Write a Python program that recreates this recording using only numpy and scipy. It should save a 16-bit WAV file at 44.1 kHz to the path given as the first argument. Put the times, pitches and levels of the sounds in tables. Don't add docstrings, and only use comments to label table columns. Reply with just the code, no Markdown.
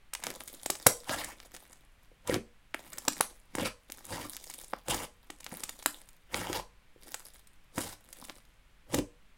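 import sys
import numpy as np
from scipy import signal
from scipy.fft import rfft, irfft, next_fast_len
from scipy.io import wavfile
from scipy.ndimage import uniform_filter1d

SR = 44100
rng = np.random.default_rng(int(sys.argv[2]) if len(sys.argv) > 2 else 0)


def write(x):
    x = np.atleast_2d(x).T
    wavfile.write(sys.argv[1], SR, np.round(np.clip(x, -1, 1) * 32767).astype(np.int16))


N = 413215
TIME = np.arange(N) / SR


def from_db(db):
    return 10 ** (np.asarray(db) / 20)


def rms_one(x):
    return x / np.sqrt(np.mean(x ** 2) + 1e-20)


def at_hz(points, hz, axis=1):
    points = np.array(points)
    return np.interp(np.log(np.maximum(hz, 1)), np.log(points[:, 0]), points[:, axis])


def band(x, hz, octaves):
    top = min(hz * 2 ** (octaves / 2), .44 * SR)
    bottom = min(hz / 2 ** (octaves / 2), top * .9)
    band_pass = signal.butter(2, [bottom, top], "band", fs=SR, output="sos")
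    return signal.sosfilt(band_pass, x + 1e-18)


def add(out, s, sound):
    at = int(round(s * SR))
    out[at:at + len(sound)] += sound[:N - at]


def drift(rate):
    knots = rng.standard_normal(int(N / SR * rate) + 2)
    return rms_one(np.interp(TIME * rate, np.arange(len(knots)), knots))


# (frequency [Hz], relative level [dB per Hz])
ROOM_TONE_COLOUR = [(12, -6), (25, -11.5), (45, -11.5), (68, -21), (100, -24), (200, -28.5), (330, -36),
                    (750, -36.5), (1500, -35), (2300, -35), (3100, -38), (5500, -48), (10000, -49),
                    (16000, -56)]
ROOM_TONE_DB = -59.5


def room_tone():
    size = next_fast_len(N)
    hz = np.arange(size // 2 + 1) * SR / size
    colour = from_db(at_hz(ROOM_TONE_COLOUR, hz))
    noise = irfft(rfft(rng.standard_normal(size)) * colour, size)[:N]
    return from_db(ROOM_TONE_DB) * rms_one(noise)


# (time [s], pulse peak level [dB], pulse centre [Hz], air spit level [dB])
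SURFACE_CLICKS = [(0.1359, -13.5, 4020, -34.5), (0.151, -10, 2630, -48.5), (0.2379, -13, 2630, -36),
                  (0.2681, -8, 2520, -49), (0.3038, -14, 3210, -52), (0.4067, -18.5, 1310, -51),
                  (0.4764, -31, 2890, -40), (0.546, -41, 4000, -45.5), (0.6605, -12, 1820, -31),
                  (0.7018, -8.5, 1370, -23.5), (0.7538, -19.5, 1940, -42), (1.095, -10, 860, -62),
                  (1.244, -30, 2350, -34.5), (1.402, -24, 1880, -62), (1.5487, -24, 2080, -48),
                  (1.5651, -22, 2630, -54), (1.7295, -33, 3660, -50), (2.274, -21, 2343, -36),
                  (2.2975, -14, 1290, -53), (2.343, -5, 2820, -45), (2.9316, -26, 1900, -42),
                  (2.983, -21.5, 2120, -34), (3.552, -14, 605, -34.5), (3.585, -14.5, 567, -45),
                  (3.9002, -24, 1556, -50), (3.9214, -12, 7300, -47), (4.367, -12.5, 7000, -53),
                  (4.441, -21, 10100, -45), (4.4993, -23.5, 3520, -40), (4.5392, -17.5, 7600, -57),
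                  (4.643, -44, 4850, -45.5), (4.8836, -15.5, 1160, -36), (4.9088, -12.5, 1140, -35),
                  (4.9447, -13, 2100, -34.5), (5.303, -19, 1130, -45.5), (5.4059, -25.5, 2610, -50),
                  (5.4447, -18, 9000, -53), (5.4648, -16, 1390, -48.5), (5.6364, -12, 3160, -32.5),
                  (5.693, -16.5, 1700, -36), (5.8263, -25, 1920, -45), (6.089, -28, 3900, -57),
                  (6.3443, -5.5, 1540, -44), (6.53, -10, 2890, -41.5), (7.1436, -13, 1950, -35.5),
                  (7.336, -41, 7000, -57.5), (7.472, -36, 6900, -55), (7.781, -12, 503, -34.5),
                  (8.1287, -22.5, 5000, -43.5), (8.2502, -27, 2930, -46), (8.2973, -16.5, 1440, -59),
                  (8.944, -7.5, 1700, -27), (8.988, -13.5, 2000, -45)]
CLICK_OCTAVES, CLICK_SPIT_HZ, CLICK_SPIT_S = 3.51, 8060, 0.0014
# (time [s], pulse peak level [dB], pulse centre [Hz], pulse width [octaves],
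#  air spit level [dB], air spit centre [Hz], air spit rise time [s])
DEEP_POPS = [(0.8658, -7.5, 7200, 1.1, -13.5, 7100, 0.0012), (0.8666, -0.5, 744, 2.6, -15.5, 11000, 0.0023),
             (2.7444, -12, 1710, 1.03, -39, 9500, 0.00097), (3.082, 0, 1680, 4.1, -19, 6400, 0.00065),
             (3.2093, -4.5, 1070, 1.34, -12.5, 8800, 0.00022),
             (4.7354, -13, 940, 1.2, -44.5, 4760, 0.00053), (5.86, -4.5, 1060, 2.4, -18.5, 9300, 0.0009)]


def peaked_pulse(hz, octaves, size):
    pulse = band(signal.unit_impulse(size), hz, octaves)
    return pulse / np.abs(pulse).max()


def pops(spit_octaves=0.57, rasp_db=-3.0, rasp_hz=3500, rasp_octaves=9.5, pulse_db=-4.5, air_db=0.5,
         neighbour_db=-16.5, neighbour_s=0.0058, neighbour_octaves=1.8, scatter_octaves=1.43, count=5, size=2048):
    bubbles = list(DEEP_POPS)
    for s, peak_db, hz, spit_db in SURFACE_CLICKS:
        bubbles.append((s, peak_db, hz, CLICK_OCTAVES, spit_db, CLICK_SPIT_HZ, CLICK_SPIT_S))
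    pulses, spits, t = np.zeros(N), np.zeros(N), TIME[:size]
    for s, peak_db, hz, octaves, spit_db, spit_hz, spit_s in bubbles:
        add(pulses, s, from_db(peak_db + pulse_db) * peaked_pulse(hz, octaves, size))

        offsets = rng.uniform(-.6, 2.2, count)
        ratios = 2 ** (scatter_octaves * rng.uniform(-1.45, 1, count))
        for offset, ratio in zip(offsets, ratios):
            small = peaked_pulse(hz * ratio, neighbour_octaves, size)
            gain = from_db(peak_db + neighbour_db) * np.exp(-abs(offset))
            add(pulses, s + offset * neighbour_s, gain * small)

        air = rng.standard_normal(size)
        outflow = t / spit_s * np.exp(1 - t / spit_s)
        hiss = rms_one(band(air, spit_hz, spit_octaves))
        rasp = rms_one(band(air[::-1], rasp_hz, rasp_octaves))
        add(spits, s, from_db(spit_db + air_db) * outflow * (hiss + from_db(rasp_db) * rasp))
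    return pulses, spits


# (frequency [Hz], gain [dB], time to fall by 60 dB [s])
TABLE_MODES = [(40, 7, 0.18), (100, 3, .16), (226.4, 1, 0.24), (298, -2.5, 0.21)]


def table_top(force):
    out = 0
    for hz, level_db, t60 in TABLE_MODES:
        r = from_db(-60 / (t60 * SR))
        push = (1 - r * r) / 2 * np.array([1, 0, -1])
        ring = [1, -2 * r * np.cos(2 * np.pi * hz / SR), r * r]
        out = out + from_db(level_db) * signal.lfilter(push, ring, force)
    return out


def even_tail(decay, smooth_hz=45, count=3):
    tail = rng.standard_normal(len(decay))
    width = max(int(smooth_hz * len(decay) / SR), 2)
    for _ in range(count):
        spectrum = rfft(tail * decay)
        power = uniform_filter1d(np.abs(spectrum) ** 2, width)
        tail = irfft(spectrum / np.sqrt(power), len(decay))
        loudness = np.sqrt(np.abs(uniform_filter1d(tail ** 2, size=300)) + 1e-20)
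        tail = rms_one(tail / loudness)
    return tail * decay / np.linalg.norm(decay)


# (frequency [Hz], tail level before band filtering [dB], time to fall by 60 dB [s])
ROOM_ECHO = [(80, -15, 0.27), (250, -8.5, 0.12), (502.3, -13.5, 0.33), (1200, -10.5, 0.21),
             (2967, -7, 0.14), (7100, -11, 0.29), (15780, -14.5, 0.12)]


def room(x, near_db=-9.0, near_s=0.0039, build_s=0.0084, size=20000):
    t, echo = TIME[:size], 0
    for hz in np.geomspace(80, 14500, 16):
        build_up = 1 - np.exp(-t / build_s)
        decay = from_db(-60 * t / at_hz(ROOM_ECHO, hz, axis=2)) * build_up
        echo = echo + from_db(at_hz(ROOM_ECHO, hz)) * band(even_tail(decay), hz, 0.6)
    near = rng.standard_normal(size) * np.exp(-t / near_s) * (t > .0005)
    near = from_db(near_db) * near / np.linalg.norm(near)
    return signal.fftconvolve(x, echo + near)[:N]


def ruptures(per_s, spread_db, clump_db, top_db):
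    chance = per_s * from_db(clump_db * drift(70)) / SR
    born = rng.random(N) < chance
    size_db = np.minimum(spread_db * rng.exponential(1, N), top_db)
    return born * from_db(size_db) * rng.choice([-1, 1], N)


def ragged(clicks, spit_db, spit_s):
    keep = np.exp(-2 / (spit_s * SR))
    outflow = np.sqrt(signal.lfilter([1 - keep], [1, -keep], clicks ** 2 + 1e-18))
    return clicks + from_db(spit_db) * outflow * rng.standard_normal(N)


def grains(clicks, spectrum, vary_db, count, wander_db=2.5, spit_db=-21.0, spit_s=0.00098):
    edges = np.geomspace(spectrum[0][0], spectrum[-1][0], count + 1)
    out = 0
    for k, (low, high) in enumerate(zip(edges, edges[1:])):
        hz = np.sqrt(low * high)
        strength = from_db(vary_db * rng.uniform(-1.9, 1, N) + wander_db * drift(55))
        own = ragged(clicks * strength, spit_db, spit_s)
        sign = (-1) ** k
        out = out + sign * from_db(at_hz(spectrum, hz)) * band(own, hz, np.log2(high / low))
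    return rms_one(out)


EDGE_DB = 20


def stroke(s, attack_s, hold_s, release_s, sag_db=0):
    early = np.maximum(s - TIME, 0) / attack_s
    late = np.maximum(TIME - s - hold_s, 0) / release_s
    sag = sag_db * np.clip((TIME - s) / hold_s, 0, 1)
    return from_db(-EDGE_DB * np.minimum(early + late, 10) - sag)


# (frequency [Hz], relative level [dB per Hz])
SQUELCH_COLOUR = [(150, -7), (230, -3), (450, 0), (900, -5), (1600, -8.5), (3200, -12)]
CRACKLE_COLOUR = [(3000, 4.5), (4500, -0.5), (7000, 0.5), (10000, 4.5), (13000, -0.5), (16000, -0.5)]
# (time [s], attack [s], hold [s], release [s], squelch level [dB], crackle level [dB])
FINGER_SQUEEZES = [(0.258, 0.066, 0.067, 0.075, -46.5, -53.5), (0.42, 0.08, 0.6, 0.074, -60, -59.5),
                   (1.387, 0.057, 0.15, 0.55, -62, -67.5), (2.812, 0.099, 0.24, 0.12, -56.5, -64),
                   (3.062, 0.075, 0.14, 0.2, -54, -58), (3.974, 0.14, 0.12, 0.13, -63, -61.5),
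                   (4.302, 0.084, .27, 0.24, -59, -55.5), (5.519, 0.29, 0.06, .12, -54, -59.5),
                   (5.673, .1, 0.31, 0.2, -60, -60.5), (7.066, 0.084, 0.12, 0.29, -58.5, -59),
                   (8.136, 0.18, 0.17, 0.18, -60.5, -62.5)]


def squeezing(squelch_db=0.0, crackle_db=5.5, fizz_db=-6.5):
    ticks = ruptures(per_s=170, spread_db=8.5, clump_db=6.0, top_db=17.0)
    fizz = ruptures(per_s=3500, spread_db=5.0, clump_db=7.0, top_db=15.5)
    bursts = rms_one(ticks) + from_db(fizz_db) * rms_one(fizz)
    deep, surface = np.zeros(N), np.zeros(N)
    for s, attack_s, hold_s, release_s, deep_db, surface_db in FINGER_SQUEEZES:
        press = stroke(s, attack_s, hold_s, release_s)
        deep += from_db(deep_db) * press
        surface += from_db(surface_db) * press
    squelch = grains(bursts, SQUELCH_COLOUR, vary_db=11.5, count=7)
    crackle = grains(bursts, CRACKLE_COLOUR, vary_db=9.5, count=5, spit_db=-2.5)
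    return from_db(squelch_db) * deep * squelch + from_db(crackle_db) * surface * crackle


# (time [s], peak level of the swell [dB], starting pitch [Hz])
HOLLOW_GULPS = [(.702, -28, 404), (.867, -10, 493), (2.116, -50, 450), (2.296, -17, 453), (2.325, -24, 326),
                (2.342, -25, 320), (2.362, -21, 393), (2.369, -29.5, 222), (3.0816, -30.5, 275),
                (3.582, -28, 447), (3.619, -28, 238), (4.499, -40.5, 880), (4.885, -30.5, 461),
                (5.301, -44.5, 308), (5.522, -38, 219), (5.526, -38, 800), (5.859, -33, 292),
                (6.499, -24.5, 368), (6.597, -29.5, 874), (6.961, -45.5, 413), (7.061, -47.5, 408.4),
                (7.783, -26, 308), (8.224, -47.5, 230), (8.225, -39.5, 1020), (8.296, -47, 290),
                (8.941, -26, 710), (8.95, -25, 266), (8.982, -22, 322), (8.992, -22.5, 283)]


def gulps(cycles=0.72, rise=0.0078, size=4096):
    out = np.zeros(N)
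    for s, peak_db, hz in HOLLOW_GULPS:
        turns = hz * TIME[:size]
        swell = turns / cycles * np.exp(1 - turns / cycles)
        tone = np.sin(2 * np.pi * turns * (1 + rise * turns))
        add(out, s, from_db(peak_db) * swell * tone)
    return out


# (frequency [Hz], relative level [dB per Hz])
SUCK_COLOUR = [(70, -6), (100, -10), (140, -11), (220, -5), (340, -6), (600, -1)]
SMACK_COLOUR = [(600, -2.5), (850, 2.5), (1100, -4.5), (1600, -2), (2400, -9), (3500, -4)]
SIZZLE_COLOUR = [(3500, 13), (5000, -1), (8000, 5.5), (12000, 4), (16000, -11)]
PULL_RELEASE_S = 0.018
# (time [s], attack [s], hold [s], sag over the hold [dB],
#  suck level [dB], smack level [dB], sizzle level [dB])
SKIN_PULLS = [(1.1, 0.033, .23, 15, -43, -39, -43), (2.298, 0.034, 0.059, 1.5, -36.5, -36.5, -44),
              (3.596, 0.053, 0.08, -2, -40, -40, -43.5), (4.116, 0.068, 0.15, 1.5, -45, -47.5, -49.5),
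              (4.9, 0.026, 0.15, 12.5, -36, -34.5, -38.5), (6.351, 0.037, 0.25, 3.5, -41, -39, -44.5),
              (7.79, 0.04, .15, 16, -40.5, -41.5, -40.5), (8.933, 0.03, .058, -1.5, -32.5, -43, -45)]


def peeling(suck_db=-1.0, smack_db=0.0, sizzle_db=1.5, tug_db=4.5):
    threads = ruptures(per_s=1700, spread_db=1.5, clump_db=4.5, top_db=19.5)
    pockets = ruptures(per_s=700, spread_db=1.5, clump_db=4.0, top_db=0)
    suction, smacking, sizzling = np.zeros(N), np.zeros(N), np.zeros(N)
    for s, attack_s, hold_s, sag_db, suction_db, smacking_db, sizzling_db in SKIN_PULLS:
        pull = stroke(s, attack_s, hold_s, PULL_RELEASE_S, sag_db)
        suction += from_db(suction_db) * pull
        smacking += from_db(smacking_db) * pull
        sizzling += from_db(sizzling_db) * pull
    suck = from_db(suck_db) * suction * grains(pockets, SUCK_COLOUR, vary_db=10.5, count=7)
    smack = from_db(smack_db) * smacking * grains(threads, SMACK_COLOUR, vary_db=6.5, count=7, wander_db=4.5)
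    sizzle = from_db(sizzle_db) * sizzling * grains(threads, SIZZLE_COLOUR, vary_db=2.5, count=4, spit_db=4.0)
    tug = from_db(tug_db) * suction * rms_one(pockets)
    return suck + smack + sizzle + table_top(tug)


PULSE_ROOM_DB = -6.0


def scene():
    pulses, spits = pops()
    slime = spits + squeezing() + gulps() + peeling()
    spread = slime + from_db(PULSE_ROOM_DB) * pulses
    mono = slime + pulses + table_top(spread) + room(spread) + room_tone()
    return mono[None]


CUTOFF_HZ = 16100


def record(dry):
    rounded = 1.2 * np.tanh(dry / 1.2)
    low_pass = signal.ellip(10, .2, 80, CUTOFF_HZ, fs=SR, output="sos")
    return signal.sosfilt(low_pass, rounded)


dry = scene()
out = record(dry)
write(out)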